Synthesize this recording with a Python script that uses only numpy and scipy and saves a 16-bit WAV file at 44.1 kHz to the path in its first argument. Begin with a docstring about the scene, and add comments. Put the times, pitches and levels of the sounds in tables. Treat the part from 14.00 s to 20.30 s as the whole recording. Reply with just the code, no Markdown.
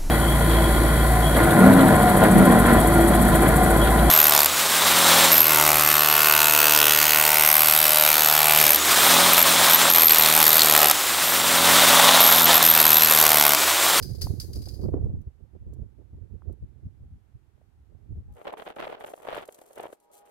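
"""In quiet outdoor air, dry seed heads knock against a steel bowl for the first second, and loose seeds
patter on the ringing metal. Wind buffets the two microphones of a hand-held phone, hardest around one
second in, then in weaker gusts, with the odd finger tap and husk snap. From about 4.3 s the grip shifts:
fingers scuff the case while a seed head is rubbed, its husks crackling and the bowl humming faintly."""
import sys
import numpy as np
from scipy import signal
from scipy.fft import rfft, irfft
from scipy.io import wavfile
from scipy.ndimage import uniform_filter1d

SR = 44100
rng = np.random.default_rng(int(sys.argv[2]) if len(sys.argv) > 2 else 0)


def store_pcm(level_fs):
    """Save levels as 16-bit WAV."""
    pcm = np.round(np.clip(level_fs, -1, 1) * 32767).astype(np.int16)
    wavfile.write(sys.argv[1], SR, np.atleast_2d(pcm).T)


N = 277830
T = np.arange(N) / SR

# tone of the outdoor air: pitch_hz, level_db
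AIR_TONE = [(30, -18.5), (150, -23.5), (350, -9.5), (550, -23.5), (800, -17), (1000, -23), (1400, -24),
            (2500, -30.5), (5000, -37), (8500, -39), (13000, -39.5), (15500, -49.5)]
# knocks that each throw a shower of seeds at the bowl: start_s, level_db, fade_s
KNOCKS = [(0.0262, -28.5, 0.0092), (0.0946, -48.5, 0.0083), (0.15, -48, 0.0086), (0.2137, -25.5, 0.014),
          (0.3997, -29, 0.013), (0.5318, -35.5, 0.0053), (0.553, -43, 0.024), (0.618, -46.5, 0.021),
          (0.6554, -41.5, 0.0056), (0.6845, -35.5, 0.0046), (0.7387, -47.5, 0.0097), (0.8138, -50, 0.0038),
          (0.8325, -58.5, 0.0081)]
# loose seeds skittering round the bowl: time_s, level_db
SKITTER = [(0.0, -55.5), (0.592, -69.5), (0.718, -64.5), (0.85, -66), (0.92, -96)]
# tone of a click on the steel wall: pitch_hz, level_db
STEEL_TONE = [(900, -35), (1500, -17), (2700, -26), (3400, -22.5), (3950, -11), (4500, -4.5), (5200, -18.5),
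              (5900, -8.5), (6900, -11.5), (8000, -15), (10400, -7.5), (15500, -13.5)]
# the wall's strongest high notes: pitch_hz, level_db, ring_s
WALL_NOTES = [(4450, -9.5, 0.13), (4487, 8, 0.13), (4300, -8.5, 0.35), (4920, 6.5, 0.33),
              (4829, -43.5, 0.273), (4918, -17, .3), (5170, 0, 0.26), (5660, 0.5, .25), (6350, -0.5, 0.23)]
# short ping of one seed on the wall: pitch_hz, level_db, ring_s
PING_NOTES = [(4420, -10.5, 0.0071), (4636, -7, 0.036), (4912, -3.5, 0.021), (5410, -5.5, 0.0066)]
# strength of the breeze, mostly on the right microphone: time_s, level_db
BREEZE = [(0, -36.5), (0.76, -38.5), (0.87, -27.5), (1.08, -37.5), (1.35, -55.5), (1.52, -56.5),
          (1.75, -40), (1.91, -52.5), (2.8, -49.5), (3.25, -59), (3.8, -59.5), (4.08, -48), (4.32, -56.5),
          (4.45, -76)]
# gusts swirling round the phone: middle_s, length_s, rumble_db, sputter_db, left_minus_right_db
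GUSTS = [(0.12, 0.037, -31.5, -56.5, -12), (0.25, 0.068, -31, -47, -8), (0.311, 0.046, -29.5, -44.5, -8),
         (0.502, 0.025, -34.5, -50, -5), (0.584, 0.055, -31, -46, -4), (0.852, 0.065, -35, -39, -7.5),
         (0.952, 0.048, -30, -34, -4), (1.046, 0.082, -26, -46, -4.5), (1.154, 0.053, -31, -52.5, -2),
         (1.213, 0.025, -36, -60, -28), (1.279, 0.023, -40, -56.5, -6), (1.427, 0.033, -44.5, -58, -32),
         (1.553, 0.029, -43, -53, -20.5), (1.617, 0.028, -43.5, -79, -4), (1.684, 0.048, -38, -59.5, -2.5),
         (1.82, 0.051, -32.5, -53.5, -12.5), (2, 0.034, -49, -56.5, -28), (2.153, 0.049, -42, -59, -1),
         (2.221, 0.045, -43, -53.5, -28), (2.343, 0.042, -35, -57, -19), (2.496, 0.053, -33, -47, -28),
         (2.634, 0.033, -36.5, -64, 0), (2.862, 0.031, -34, -57, -1.5), (3.036, 0.067, -44.5, -69, -2),
         (3.135, 0.057, -44.5, -87, -1.5), (3.357, 0.02, -43, -76, -7), (3.8, 0.048, -53.5, -80, 0.5),
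         (3.933, 0.064, -50.5, -64.5, -22), (4.12, 0.032, -32.5, -55.5, -7), (4.179, .05, -35.5, -60.5, 3),
         (4.302, 0.073, -43, -70, 0.5)]
# tone of the large swirls of air: pitch_hz, level_db
RUMBLE_TONE = [(20, -16.5), (40, -5.5), (62, 4), (85, 3), (120, -3.5), (155, -11.5), (210, -16), (270, -22),
               (400, -38.5), (800, -74)]
# tone of the small swirls of air: pitch_hz, level_db
SPUTTER_TONE = [(100, -17), (190, -2.5), (370, 3.5), (500, -4.5), (780, -19.5), (980, -26), (2000, -49.5),
                (5000, -72)]
# single slaps of wind: middle_s, level_db, pitch_hz, left_minus_right_db
WIND_SLAPS = [(0.1206, -23, 110, -5), (0.2486, -18.5, 97, -15), (0.309, -14, 100, -25),
              (0.339, -22, 204, -8), (0.3912, -21, 97, -33), (0.494, -26, 82, 1), (0.5807, -34, 94, 20),
              (0.7396, -24.5, 78, -36), (0.8379, -20.5, 178, -4), (0.8957, -16, 114, -20),
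              (0.9429, -15, 300, 1), (0.9945, -21, 104, -14), (1.045, -16, 98, -10),
              (1.141, -21.5, 170, -7), (1.276, -24.5, 89, -0.5), (1.6732, -36.5, 96, 13),
              (1.8116, -25, 93, -19), (2.2218, -29, 82, -27), (2.4842, -27.5, 89, -31),
              (2.8658, -23.5, 91, -5), (4.1185, -30, 77.5, -3.5)]
# fingers slipping or tapping on the case: middle_s, level_db, pitch_hz
SLIPS = [(0.271, -30.5, 845), (0.674, -36.5, 605), (1.554, -54, 603), (2.421, -49.5, 1050),
         (3.581, -60.5, 516), (3.616, -56, 551), (4.4166, -37.5, 557), (4.4567, -33.5, 700),
         (4.4735, -29.5, 774), (4.4974, -39.5, 1010), (4.5303, -38, 750), (4.5392, -29.5, 830),
         (4.5736, -36.5, 940), (4.598, -36, 700), (4.6217, -35, 731), (4.668, -36, 700), (4.679, -33, 750),
         (4.7037, -36.5, 754), (4.7673, -40, 640), (4.8017, -34, 900), (4.8289, -29, 810),
         (4.8412, -40, 1170), (4.8725, -32, 705), (4.9003, -31, 730), (4.9295, -32, 764), (4.951, -37, 645),
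         (5.0103, -35, 700), (5.0461, -29.5, 690), (5.1397, -31.5, 560), (5.179, -40, 810),
         (5.254, -35.5, 750), (5.2734, -34, 830), (5.2877, -26.5, 720), (5.308, -36, 1095),
         (5.3301, -26.5, 766), (5.369, -27, 730), (5.3805, -30, 570), (5.4362, -41, 730),
         (5.4894, -32.5, 536), (5.59, -46.5, 444), (5.6178, -42.5, 720), (5.711, -44, 616),
         (5.7793, -36, 654), (5.801, -29.5, 600), (5.8414, -33, 630), (5.8564, -29.5, 760),
         (5.8679, -38, 730), (5.9304, -35, 570)]
# dull tone of the phone's case: pitch_hz, level_db
CASE_TONE = [(30, -21.5), (150, -17.5), (280, -10.5), (430, -0.5), (620, 0), (820, -4.5), (1050, -12),
             (1500, -19), (2500, -26.5), (5000, -51.5)]
# tone of rasping skin: pitch_hz, level_db
RASP_TONE = [(500, -3), (1200, 5), (1800, 0.5), (2500, -3), (3200, -3), (4000, -11.5), (5200, -22.5),
             (8000, -34)]
# finger strokes across the case: start_s, length_s, scuff_db, rasp_db
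STROKES = [(4.353, .06, -49.5, -63.5), (4.442, 0.06, -42, -51), (4.465, 0.016, -34, -43.5),
           (4.513, 0.024, -38.5, -63), (4.565, 0.054, -43, -51), (4.65, 0.059, -42.5, -48),
           (4.754, 0.042, -39.5, -57), (4.781, 0.067, -38.5, -40.5), (4.857, 0.088, -41.5, -48.5),
           (4.956, 0.065, -47.5, -62), (4.992, 0.094, -45, -53), (5.074, 0.04, -45, -64),
           (5.183, 0.022, -48.5, -67), (5.214, 0.058, -47, -55), (5.268, 0.12, -38.5, -43),
           (5.397, 0.028, -42, -46.5), (5.755, 0.1, -42.5, -53.5), (5.874, 0.026, -47.5, -72),
           (6.115, 0.13, -64.5, -73.5), (6.24, 0.054, -63, -67.5)]
# the light touch that lasts between strokes: start_s, length_s, scuff_db, rasp_db
LIGHT_TOUCH = [(4.36, 1.58, -56, -75.5)]
# dry husks snapping: start_s, level_db
SNAPS = [(1.2157, -69.5), (1.736, -60), (2.5253, -64), (4.4437, -60), (4.5277, -57), (4.578, -53),
         (4.7594, -57), (4.8, -54), (4.997, -61), (5.07, -48.5), (5.349, -47), (5.37, -47.5),
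         (5.454, -50.5), (5.477, -49.5), (5.524, -48.5), (5.545, -47), (5.5878, -54), (5.6137, -52),
         (5.6363, -61), (5.6614, -55.5), (5.6867, -58), (5.7094, -63), (5.7306, -51.5), (5.7563, -51),
         (5.781, -49.5), (5.8062, -50), (5.83, -47.5), (5.9257, -52.5), (6.0002, -61), (6.0362, -73),
         (6.133, -56), (6.179, -58), (6.2575, -59)]
# tone of crackling husks: pitch_hz, level_db
HUSK_TONE = [(1500, -15), (3200, -7.5), (5000, -8.5), (7500, -2), (10000, -0.5), (13000, 0), (15500, -15)]
# rubs of the seed head between the fingers: start_s, length_s, level_db
RUBS = [(4.315, 0.18, -73), (4.56, .14, -66), (4.748, 0.18, -69), (4.985, 0.44, -64.5), (5.05, 0.055, -60),
        (5.48, 0.4, -68), (5.895, .04, -63), (5.995, 0.055, -76.5), (6.11, 0.077, -60),
        (6.245, 0.061, -70.5)]
# low notes of the whole bowl bending: pitch_hz, level_db, ring_s
BOWL_NOTES = [(420, 4, 0.078), (486, -12, 1), (607, 8, 0.11), (706, -6, 0.25), (820, -2, 0.65),
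              (947, -9, 0.86), (1084, -11.5, 0.16), (1237, -11, 0.37), (1540, -42, 1)]
# the bowl's hum under the rubbing: time_s, level_db
HUM = [(4.3, -68), (4.5, -77), (5.6, -106), (6.03, -68), (6.14, -58.5), (6.3, -58.5)]


def amp(db):
    """Turn decibels into a gain, a number to multiply a sound by."""
    return 10 ** (np.asarray(db) / 20)


def unit(x):
    """Scale a sound to an average power of 1."""
    return x / np.sqrt(np.mean(x ** 2))


def swell(table):
    """Gain that follows (time_s, level_db) points and fades quickly beyond their ends."""
    times, levels = np.transpose(table)
    outside_s = np.maximum(np.maximum(times[0] - T, T - times[-1]), 0)
    return amp(np.interp(T, times, levels) - 400 * outside_s)


def sides(left_minus_right_db):
    """Left and right gains with an average power of 1."""
    pair = amp(np.array([left_minus_right_db, -left_minus_right_db]).reshape(2, -1) / 2)
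    return pair / np.sqrt(np.mean(pair ** 2, axis=0))


def tone(points, size=8192):
    """A click whose tone follows (pitch_hz, level_db) points, for use as a filter."""
    hz, db = np.transpose(points)
    pitches = np.maximum(np.arange(size // 2 + 1) * SR / size, 1)
    cepstrum = irfft(np.log(amp(np.interp(np.log(pitches), np.log(hz), db))))
    # keep the tone but move the energy to the start of the click
    cepstrum[1:size // 2] *= 2
    cepstrum[size // 2 + 1:] = 0
    click = irfft(np.exp(rfft(cepstrum)))
    return click / np.linalg.norm(click)


def through(x, response):
    """Filter both channels with a tone, ring or tail."""
    return signal.fftconvolve(x, np.atleast_2d(response), axes=1)[:, :x.shape[1]]


def ring(notes):
    """Notes of struck metal, each dying away by 60 dB in its ring_s."""
    t = T[:SR]
    ringing = sum(amp(db - 60 * t / ring_s) * np.sin(2 * np.pi * (hz * t + rng.random((2, 1))))
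                  for hz, db, ring_s in notes)
    return unit(ringing) / np.sqrt(SR)


def tail(fade_s):
    """A fading wash of noise, different on the left and right."""
    return unit(rng.standard_normal((2, SR)) * np.exp(-T[:SR] / fade_s)) / np.sqrt(SR)


def grains(per_s, spread_db, shared):
    """Random tiny hits of uneven size; a share of them reaches both microphones alike."""
    hits = (rng.random((3, N)) < per_s / SR) * rng.choice([-1, 1], (3, N))
    hits = hits * amp(spread_db * np.clip(rng.standard_normal((3, N)), -2, 2))
    return unit(np.sqrt(1 - shared) * hits[:2] + np.sqrt(shared) * hits[2])


def flutter(rate_hz, depth_db):
    """Gain that wanders at random, on its own at each microphone."""
    hold = int(SR / rate_hz)
    steps = np.repeat(rng.standard_normal((2, N // hold + 1)), hold, axis=1)[:, :N]
    return unit(amp(depth_db * uniform_filter1d(steps, hold, axis=1)))


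def even(x, span_s):
    """Even out slow changes in loudness, keeping the grain faster than span_s."""
    power = uniform_filter1d(x ** 2, int(span_s * SR), axis=1)
    return x / np.sqrt(np.abs(power) + 1e-9)


def thump(hz, cycles, phase_spread):
    """A brief pressure wave, loudest 0.05 s in, out of step between the microphones."""
    t = T[:SR // 10] - 0.05
    phase = rng.uniform(0, 2 * np.pi) + phase_spread * rng.standard_normal((2, 1))
    return np.exp(-(t * hz / cycles) ** 2) * np.cos(2 * np.pi * hz * t + phase)


def add(out, start_s, sound):
    """Mix a short sound in at start_s."""
    start = int(np.clip(start_s * SR, 0, N - 1))
    out[..., start:start + sound.shape[-1]] += sound[..., :N - start]


def gestures(table, level_column=2, rise_s=0.015, fade_s=0.015):
    """Gain of hand movements: each rises, holds until its length is up and dies away."""
    power, age = np.zeros(N), T[:2 * SR]
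    for row in table:
        start_s, length_s = row[:2]
        shape = np.minimum(age / rise_s, 1) * np.exp(-np.clip((age - length_s) / fade_s, 0, 20))
        add(power, start_s, (amp(row[level_column]) * shape) ** 2)
    return np.sqrt(power)


def outdoor_air(hiss_db=-81.5):
    """Quiet, steady air, its level set by the hiss above 1500 Hz."""
    air = through(rng.standard_normal((2, N)), tone(AIR_TONE))
    hiss = signal.sosfilt(signal.butter(4, 1500, "high", fs=SR, output="sos"), air)
    return air / hiss.std() * amp(hiss_db)


def seeds(rise_s=0.0071, early_s=0.00298, bounce_s=0.022):
    """Each knock throws a shower of hard seeds at the steel; they click, bounce and ring the wall."""
    t = T[:SR // 3]
    shower = np.zeros(N)
    rolling = amp(-2) * swell(SKITTER)
    for start_s, db, fade_s in KNOCKS:
        add(shower, start_s - early_s, amp(db - 3) * np.minimum(t / rise_s, 1) * np.exp(-t / fade_s))
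        add(rolling, start_s, amp(db - 17) * np.exp(-t / bounce_s))
    hits = shower * even(grains(per_s=2500, spread_db=5, shared=0.3), 0.008)
    hits += rolling * grains(per_s=1500, spread_db=3, shared=0.3)
    # the few heavier seeds are heard one by one
    heavy = even(grains(per_s=220, spread_db=3, shared=0.7), 0.04)
    pings = through((rolling + amp(-2) * shower) * heavy, ring(PING_NOTES))
    clicks = through(hits, tone(STEEL_TONE))
    shimmer = amp(-7) * through(clicks, tail(fade_s=0.068))
    ringing = amp(-13) * through(hits, ring(WALL_NOTES))
    return (amp(-3) * clicks + pings + shimmer + ringing) * sides(2.9)


def wind_strength(breeze_side_db=-27, sputter_side_share=0.1165, growth=1.42):
    """Gains of large and small swirls in a one-sided breeze with gusts; small ones reach both sides."""
    breeze = swell(BREEZE)
    sputter = amp(-50) * (breeze / amp(-37)) ** growth  # small swirls grow faster than the breeze
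    large_power = (breeze * sides(breeze_side_db)) ** 2
    small_power = (sputter * sides(sputter_side_share * breeze_side_db)) ** 2
    for middle_s, length_s, rumble_db, sputter_db, side_db in GUSTS:
        near = slice(*np.searchsorted(T, [middle_s - 2 * length_s, middle_s + 2 * length_s]))
        hump = np.exp(-(2 * (T[near] - middle_s) / length_s) ** 2)
        large_power[:, near] += hump * (amp(rumble_db) * sides(side_db)) ** 2
        small_power[:, near] += hump * (amp(sputter_db) * sides(sputter_side_share * side_db)) ** 2
    return np.sqrt(large_power), np.sqrt(small_power)


def wind():
    """Large swirls of air rumble on each microphone, small ones sputter; some slap the phone."""
    unsteadiness = flutter(rate_hz=42, depth_db=1)
    rumble = even(through(rng.standard_normal((2, N)), tone(RUMBLE_TONE)), 0.075)
    puffs = rng.standard_normal((2, N)) * flutter(rate_hz=77, depth_db=13)
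    sputter = even(through(puffs, tone(SPUTTER_TONE)), 0.05)
    large, small = wind_strength()
    out = (amp(0.5) * large * rumble + amp(1.5) * small * sputter) * unsteadiness
    for middle_s, db, hz, side_db in WIND_SLAPS:
        slap = thump(hz, cycles=0.58, phase_spread=0.94)
        add(out, middle_s - 0.05, amp(db - 3) * sides(side_db) * slap)
    return out


def fingers(crunch_s=0.0037):
    """Skin sticks and slips on the case: dull ticks and a rasp, with a short crunch at each big jerk."""
    grip = flutter(rate_hz=120, depth_db=4)
    case_ticks = grip * grains(per_s=600, spread_db=5, shared=0)
    scuff = even(through(case_ticks, tone(CASE_TONE)), 0.022)
    catch = flutter(rate_hz=290, depth_db=2.5)[0]  # skin ridges catch and let go, shaking the whole case
    skin_ticks = grip * grains(per_s=550, spread_db=5, shared=0)
    rasp = catch * even(through(skin_ticks, tone(RASP_TONE)), 0.035)
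    jerks, crunch = np.zeros((2, N)), np.zeros(N)
    hump = np.exp(-((T[:SR // 10] - 0.05) / crunch_s) ** 2)
    for middle_s, db, hz in SLIPS:
        add(jerks, middle_s - 0.05, amp(db + 0.5) * thump(hz, cycles=0.77, phase_spread=1.08))
        add(crunch, middle_s - 0.05, amp(db) * hump)
    sliding = T > LIGHT_TOUCH[0][0]  # taps rasp only once the skin has begun to slide
    touches = LIGHT_TOUCH + STROKES
    scuff *= amp(-3) * gestures(touches) + amp(-9) * crunch
    rasp *= gestures(touches, level_column=3) + amp(-19) * crunch * sliding
    return scuff + rasp + jerks


def husks(snap_s=0.0032, right_delay_s=0.000215):
    """Papery husks break in small clusters over a fine rustle; the bowl scatters the crackle."""
    snaps = np.zeros(N)
    for start_s, db in SNAPS:
        add(snaps, start_s, amp(db) * np.exp(-T[:SR // 10] / snap_s))
    cracks = snaps * even(grains(per_s=6000, spread_db=4, shared=0.7), 0.003)
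    rubbing = amp(-1) * gestures(RUBS, rise_s=0.017)
    rustle = rubbing * even(grains(per_s=450, spread_db=5, shared=0.75), 0.05)
    left, right = through(cracks + rustle, tone(HUSK_TONE))
    direct = np.array([left, np.interp(T - right_delay_s, T, right)])
    scatter = amp(-3) * through(direct, tail(fade_s=0.007))
    return (direct + scatter) * sides(0.82)


def bowl_hum():
    """The tiny hits of rubbing keep the bowl's low notes sounding softly."""
    hits = grains(per_s=300, spread_db=0, shared=0.95)
    ringing = even(through(hits, ring(BOWL_NOTES)), 0.062)
    return swell(HUM) * ringing * sides(-1)


def scene():
    """All the sounds together at the two microphones."""
    return outdoor_air() + seeds() + wind() + fingers() + husks() + bowl_hum()


def record(dry, top_hz=15900):
    """The phone cuts off the highest treble."""
    return signal.sosfilt(signal.ellip(10, 0.2, 80, top_hz, fs=SR, output="sos"), dry)


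dry = scene()
out = record(dry)
store_pcm(out)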